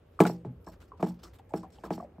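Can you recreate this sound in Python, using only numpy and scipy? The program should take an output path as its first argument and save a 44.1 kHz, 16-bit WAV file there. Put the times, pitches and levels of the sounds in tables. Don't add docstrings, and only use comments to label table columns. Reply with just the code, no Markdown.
import sys
import numpy as np
from scipy import signal
from scipy.fft import rfft, irfft
from scipy.io import wavfile
from scipy.ndimage import uniform_filter1d

SR = 44100
rng = np.random.default_rng(int(sys.argv[2]) if len(sys.argv) > 2 else 0)


def to_wav(sig):
    pcm = np.clip(np.atleast_2d(sig), -1, 1) * 32767
    pcm = np.round(pcm).astype(np.int16)
    wavfile.write(sys.argv[1], SR, pcm.T)


def voltage_ratio(decibels):
    exponent = np.asarray(decibels, float) / 20
    return 10 ** exponent


N = 97020

# start_s, peak_db, bass_db, hardness_db
KNOCK_EVENTS = [(0.203, -6, -8, 9.5), (0.252, -26.5, -12, 16.5), (0.259, -21.5, -13, 3.5),
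                (0.296, -27.5, -9.5, 1), (0.448, -36, -1.5, 2.5), (0.668, -38.5, -6, 7), (0.996, -41, 2, 6),
                (1.005, -39, -1, 8), (1.027, -18.5, -5.5, 6), (1.065, -36, -1, -5), (1.537, -22, -8, 4.5),
                (1.631, -42.5, -11.5, 5), (1.836, -38, -4, 9), (1.845, -36.5, -11, -12),
                (1.86, -38.5, -9, 2), (1.905, -22, -6.5, 6), (1.978, -34.5, -4.5, -3.5),
                (2.182, -47, 3.5, -3.5)]
# start_s, peak_db, centre_hz, contact_s
TAP_EVENTS = [(.9175, -38.5, 1085, 0.0043), (1.395, -47.5, 790, 0.0036), (1.784, -47.5, 820, .002),
              (1.999, -38, 1120, 0.0028), (2.002, -38, 690, 0.0034), (2.2, -39, 1146, 0.0038),
              (2.025, -35, 710, 0.0033), (.465, -35, 126.3, 0.0091), (.452, -38, 433, .008),
              (.49, -43, 247, .01), (1.24, -50, 337, 0.026), (1.105, -47.5, 900, 0.019),
              (1.785, -55, 3000, 0.0036), (1.85, -42.5, 1253, 0.012), (1.839, -43, 1620, 0.0075),
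              (.672, -51, 1650, 0.0089), (1.52, -43, 592, .012), (.69, -47, 630, 0.013),
              (.93, -52, 420, 0.039), (0.19, -25.5, 1190, .006), (.198, -30, 370, 0.0025),
              (.216, -23.5, 900, .01), (.251, -25, 1430, 0.011), (.676, -39.5, 1030, 0.012),
              (0.826, -53.5, 1460, 0.013), (.935, -47, 990, 0.021), (1, -42, 1110, 0.017),
              (1.038, -34.5, 850, 0.016), (1.234, -48.5, 1230, 0.049), (1.505, -48, 840, 0.03),
              (1.633, -40, 1030, 0.012), (1.643, -40, 770, 0.015), (1.837, -38.5, 1000, 0.042),
              (1.918, -41, 900, 0.012), (2.044, -38, 595, 0.0025)]
# pitch_hz, level_db, t60_s
PANE_MODES = [(126, -14.5, 0.61), (174, 2, 0.38), (187.7, 4, 0.25), (228.8, -3.5, 0.32)]
# pitch_hz, level_db, t60_s
BOTTLE_MODES = [(318.7, -5, 0.25), (379, -14.5, 0.25), (435.5, 2, 0.077), (488, -24.5, 0.42),
                (570, -29, 0.33), (649.4, -12.5, 0.17), (788, -18.5, 0.26), (838.6, -11, 0.19),
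                (873, -27, 0.081), (944, -19.5, 0.15), (699.6, 13, 0.019), (860, 5, 0.014),
                (1940, -12.5, 0.015), (362.3, 9.5, 0.053)]
# pitch_hz, level_db, t60_s
SPOUT_MODES = [(1054, -19, 0.091), (1146, -23.5, 0.12), (1280, -18.5, .08), (1451, -19.5, 0.026),
               (1652, -19.5, 0.06), (2038, -29, 0.072), (2276, -10.5, 0.013), (2990, -35.5, 0.08)]
SIDE_DB = -9


def knocks():
    side_db, port_lag_s = -24, .004
    ringing = bend(blows())[:N] + taps()[:N]
    lagged = np.roll(ringing, int(port_lag_s * SR))
    apart = colour(lagged, [(150, -85), (350, -31.5), (700, 9.5), (3000, -1)])
    tail_mid, tail_side = knock_tail()
    return ringing + tail_mid, tail_side + voltage_ratio(side_db) * apart


def blows():
    knock_db, scatter_db, detune, delay_s = -4.5, 1.2, .008, .0005
    out = np.zeros(N + SR)
    hz, db, t60 = columns(PANE_MODES + BOTTLE_MODES + SPOUT_MODES)
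    index = np.arange(len(hz))[:, None]
    is_pane = index < len(PANE_MODES)
    is_spout = index >= len(PANE_MODES + BOTTLE_MODES)
    for start_s, peak_db, bass_db, hardness_db in KNOCK_EVENTS:
        level_chance, pitch_chance = rng.standard_normal((2, len(hz), 1))
        tilt_db = bass_db * is_pane + hardness_db * is_spout
        gain_db = db + scatter_db * level_chance + tilt_db + peak_db + knock_db
        struck = ring(hz * (1 + detune * pitch_chance), gain_db, t60)
        i = int((start_s + delay_s) * SR)
        out[i:i + len(struck)] += struck
    return out


def bend(x):
    bend_s_root_hz, fastest_hz, low_cut_hz = .045, 2600, 110
    f = np.arange(len(x) // 2 + 1) * SR / len(x)
    phase_turns = bend_s_root_hz * (2 * np.sqrt(f) - f / np.sqrt(fastest_hz))
    low_cut = 1 / (1 + (low_cut_hz / (f + 1)) ** 6)
    return irfft(rfft(x) * np.exp(-2j * np.pi * phase_turns) * low_cut, len(x))


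def taps():
    octaves_wide, rise_cycles, damping, lag_samples = .4, .9, .45, 40
    tap_db, contacts_per_s, rebound = -.1, 500, .6
    pock_db, pock_cycles = 17, 26
    size, contact_size = 9000, 2000
    t = np.arange(contact_size) / SR
    out = np.zeros(N + SR)
    hz, _, t60 = columns(PANE_MODES + BOTTLE_MODES + SPOUT_MODES)
    damped_s = damping * np.clip(t60, .06, .5)
    for start_s, peak_db, centre_hz, contact_s in TAP_EVENTS:
        chance, strength = rng.random((2, contact_size))
        hits = (chance < contacts_per_s / SR) * (2 * strength - 1)
        hits = hits * rebound * np.exp(-t / max(contact_s, .001))
        hits[0] = 1
        near_db = -6 * (np.log2(hz / centre_hz) / octaves_wide) ** 2
        pock = ring(np.array([[centre_hz]]), pock_db, pock_cycles / centre_hz, rise_cycles, size=size)
        modes = ring(hz, near_db, damped_s, rise_cycles, size=size)
        tap = signal.fftconvolve(pock + modes, hits)
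        i = int(start_s * SR) + lag_samples
        out[i:i + len(tap)] += voltage_ratio(peak_db + tap_db) * tap / np.abs(tap).max()
    return out


def knock_tail():
    tail_db, t60_s, rise_s, side_db = -15, 0.21, 0.0017, -10.5
    knock_delay_s, tap_db = .0005, -4
    t = np.arange(14000) / SR
    wash = fade(t, t60_s) * np.minimum(t / rise_s, 1)
    starts = [(s + knock_delay_s, peak_db) for s, peak_db, _, _ in KNOCK_EVENTS]
    starts += [(s, peak_db + tap_db) for s, peak_db, _, _ in TAP_EVENTS]
    shape = np.zeros(N + SR)
    for start_s, peak_db in starts:
        i = int(start_s * SR)
        shape[i:i + len(t)] += voltage_ratio(peak_db) * wash
    dull = [(120, -20), (400, -2), (895, -3), (2500, -17), (6000, -40)]
    return [voltage_ratio(tail_db + db) * colour(shape[:N] * rng.standard_normal(N), dull) for db in (0, side_db)]


def cracks():
    crack_db, t60_s = -35.5, 0.028
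    t, shape = np.arange(N) / SR, np.zeros(N)
    for start_s, peak_db, _, hardness_db in KNOCK_EVENTS:
        strength = voltage_ratio(peak_db + hardness_db + crack_db)
        shape += strength * (t > start_s) * fade(np.abs(t - start_s), t60_s)
    bright = [(1200, -24.0), (2400, -1.0), (5500, 5.5), (12000, -11.5)]
    return [voltage_ratio(db) * colour(shape * rng.standard_normal(N), bright) for db in (0, SIDE_DB)]


def rustles():
    # start_s, peak_db, hold_s, t60_s
    scuffs = [(0.119, -65.5, 0.026, 0.44), (0.192, -41, 0.0057, .05), (0.203, -23, 0.0043, 0.076),
              (0.233, -35, 0.0055, .1), (0.251, -33, 0.0022, 0.042), (0.263, -28.5, 0.013, 0.051),
              (0.294, -48, 0.012, 0.29), (0.448, -61, 0.013, 0.093), (.61, -73, 0.016, 0.11),
              (0.642, -55.5, 0.0051, 0.056), (0.675, -56, 0.0099, 0.2), (0.716, -54.5, 0.02, 0.14),
              (0.801, -49.5, 0.01, 0.17), (0.815, -46.5, 0.006, 0.13), (0.877, -58, 0.00795, 0.11),
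              (0.971, -57.5, .008, 0.1), (1.001, -50.5, 0.012, 0.14), (1.023, -43.5, 0.0084, 0.33),
              (1.068, -44.5, 0.02, 0.15), (1.188, -58, .01, 0.28), (1.23, -41.5, 0.014, 0.21),
              (1.331, -51, 0.024, 0.13), (1.384, -49.5, 0.0084, 0.059), (1.49, -58, 0.011, 0.2),
              (1.532, -51, 0.022, 0.1224), (1.559, -45, 0.017, 0.17), (1.626, -55, 0.015, 0.15),
              (1.702, -50, .003, 0.038), (1.721, -55, 0.024, 0.58), (1.776, -60, 0.0073, 0.055),
              (1.834, -45.5, 0.017, 0.18), (1.908, -45, 0.01, 0.12), (1.93, -43.5, 0.0079, 0.14),
              (1.984, -56.5, .004, 0.063), (2.004, -53, .004, .06), (2.029, -60.5, 0.007, 0.083)]
    # pitch_hz, level_db
    scuff_colour = [(700, 7.5), (2500, -3), (3800, -3.5), (5100, -1.5), (6300, -6), (7700, -6),
                    (13000, -11.5), (15500, -15.5)]
    rustle_db, rise_s, patchy_db, patches_per_s = -11.5, 0.0035, 3.5, 32
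    grains_per_s, grain_db, grain_s = 2800, 3, 0.0037
    shape, out = swells(scuffs, rise_s), []
    for db in (rustle_db, rustle_db + SIDE_DB):
        ticks = (rng.random(N) < grains_per_s / SR) * voltage_ratio(grain_db * rng.exponential(size=N))
        grain_shape = signal.lfilter([1], [1, -np.exp(-1 / (grain_s * SR))], ticks)
        grains = grain_shape * rng.standard_normal(N)
        scale = voltage_ratio(db) / np.std(colour(grains, scuff_colour))
        out.append(scale * colour(octaves(grains * shape, patchy_db, patches_per_s), scuff_colour))
    return out


def chatter():
    # start_s, level_db, length_s
    bursts = [
        (0.263, -53.5, 0.072),
        (0.663, -66, 0.054),
        (1.032, -65, 0.072),
        (1.234, -59, 0.016),
        (1.556, -65.5, 0.061),
        (1.719, -67, 0.037),
        (1.847, -60.5, 0.0226),
        (1.925, -60, 0.037),
        (1.976, -72, 0.071),
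    ]
    # pitch_hz, level_db, t60_s
    ball_modes = [(3200, -17.5, 0.015), (4330, -9.5, 0.027), (4540, -14.5, 0.079), (4940, -22, 0.067),
                  (5393, -1, 0.022), (5604, -7.5, 0.029), (7370, -5.5, 0.02), (7840, -3.5, 0.015),
                  (8540, -11.5, 0.019)]
    hits_per_s, scatter_db, rise_s = 610, 6, 0.001
    t, effort, out = np.arange(N) / SR, np.zeros(N), []
    for start_s, db, length_s in bursts:
        late = t - start_s
        effort += voltage_ratio(db) * np.clip(np.minimum(late / rise_s, 1.2 - late / length_s), 0, 1)
    tube = ring(*columns(ball_modes))
    for db in (0, SIDE_DB):
        hits = (rng.random(N) < hits_per_s / SR) * voltage_ratio(scatter_db * rng.standard_normal(N) + db)
        out.append(signal.fftconvolve(hits * effort, tube)[:N])
    return out


def fizz():
    # start_s, level_db, hold_s, t60_s
    brushes = [(.06, -89, 0.092, .2), (.201, -56.5, .004, .07), (.265, -62.5, .03, 0.19),
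               (.5, -88, .07, .3), (.6, -82.5, 0.047, 0.13), (.672, -72.5, .02, 0.071),
               (.715, -76.5, .02, .1), (.77, -90, 0.035, 0.17), (1.0, -72.5, 0.0088, 0.069),
               (1.04, -72, .05, 0.22), (1.14, -86, .015, .1), (1.235, -78, 0.013, .15),
               (1.335, -78, .025, .1), (1.44, -86.5, .02, .15), (1.54, -73.5, 0.034, 0.12),
               (1.67, -85.5, .02, .1), (1.72, -87, 0.022, .15), (1.84, -71, 0.02, 0.092),
               (1.925, -68, 0.028, 0.11)]
    rise_s, flicker_db, flickers_per_s = .008, 2.3, 90
    shape = swells(brushes, rise_s) * voltage_ratio(flicker_db * walk(flickers_per_s))
    thin = [(8000, -31.5), (11000, -0.5), (13200, 1), (15600, -11.5)]
    return [voltage_ratio(db) * shape * level(colour(rng.standard_normal(N), thin), 0) for db in (0, SIDE_DB)]


def room():
    # pitch_hz, level_db
    rumble_colour = [(20, -66.5), (55, 9), (100, 1), (160, -5), (500, -8), (1000, -21), (3000, -34),
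                     (5000, -56)]
    # pitch_hz, level_db
    side_colour = [(20, -45.5), (150, -0.5), (300, -2), (570, 1.5), (2000, -21.5), (3000, -18.5),
                   (15000, -50.5)]
    rumble_db, side_db, flicker_db, flickers_per_s = -57.5, -70, 2.5, 2.9
    hum_hz, hum_width_hz, hum_db, hiss_db = 88.2, 9.8, -61.5, -90
    noise = rng.standard_normal((4, N))
    hum = signal.lfilter(*signal.iirpeak(hum_hz, hum_hz / hum_width_hz, SR), noise[0])
    rumble = colour(octaves(noise[1], flicker_db, flickers_per_s), rumble_colour)
    hiss = voltage_ratio(hiss_db) * colour(noise[2], [(8800, -3), (10000, -7), (11200, -1)])
    mid = level(rumble, rumble_db) + level(hum, hum_db) + hiss
    return mid, level(colour(noise[3], side_colour), side_db)


def columns(modes):
    return np.array(modes, float).T[:, :, None]


def fade(t, t60):
    return np.exp(-np.log(1000) * t / t60)


def ring(hz, db, t60, rise_cycles=.3, size=14000):
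    t = np.arange(size) / SR
    shape = (1 - np.exp(-t * hz / rise_cycles)) ** 2 * fade(t, t60)
    taper = 0.97 ** np.arange(len(hz))[:, None]
    return (voltage_ratio(db) * taper * shape * np.sin(2 * np.pi * hz * t)).sum(axis=0)


def swells(table, rise_s):
    t, power = np.arange(N) / SR, np.zeros(N)
    for start_s, peak_db, hold_s, t60 in table:
        late = np.maximum(t - start_s - hold_s, 0)
        rise = np.clip((t - start_s) / rise_s, 0, 1)
        power += (voltage_ratio(peak_db) * rise * fade(late, t60)) ** 2
    return np.sqrt(power)


def octaves(x, flicker_db, rate):
    spacing, out = .7, np.zeros(N)
    spectrum, pitch = rfft(x), np.log2(np.arange(N // 2 + 1) * SR / N + 1)
    for centre in np.arange(4, 15, spacing):
        share = np.cos(np.pi / 2 * np.clip((pitch - centre) / spacing, -1, 1)) ** 2
        out += voltage_ratio(flicker_db * walk(rate)) * irfft(spectrum * share, N)
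    return out


def colour(x, points):
    hz = np.arange(N // 2 + 1) * SR / N + 1
    point_hz, point_db = np.array(points, float).T
    return irfft(rfft(x) * voltage_ratio(np.interp(np.log(hz), np.log(point_hz), point_db)), N)


def level(x, db):
    return x * voltage_ratio(db) / np.sqrt(np.mean(x ** 2))


def walk(rate):
    k = int(SR / rate)
    return level(uniform_filter1d(uniform_filter1d(rng.standard_normal(N), k), k), 0)


def scene():
    notch_hz, notch_width_hz, notch_db = 10000, 620, -34
    hz = np.arange(N // 2 + 1) * SR / N
    notch = voltage_ratio(notch_db * np.exp(-((hz - notch_hz) / notch_width_hz) ** 4))
    tank = np.sum([knocks(), cracks(), rustles(), chatter(), fizz()], axis=0)
    mid, side = np.array(room()) + irfft(rfft(tank) * notch, N)
    side = colour(side, [(100, -24), (300, 0), (9000, 0)])
    return np.array([mid + side, mid - side])


def low_pass(x):
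    return signal.sosfilt(signal.butter(12, 15820, fs=SR, output="sos"), x)


def record(dry):
    top_hz = 15800
    hz = np.arange(N // 2 + 1) * SR / N
    mix = irfft(rfft(dry) * (hz < top_hz), N)
    return low_pass(mix)


dry = scene()
out = record(dry)
to_wav(out)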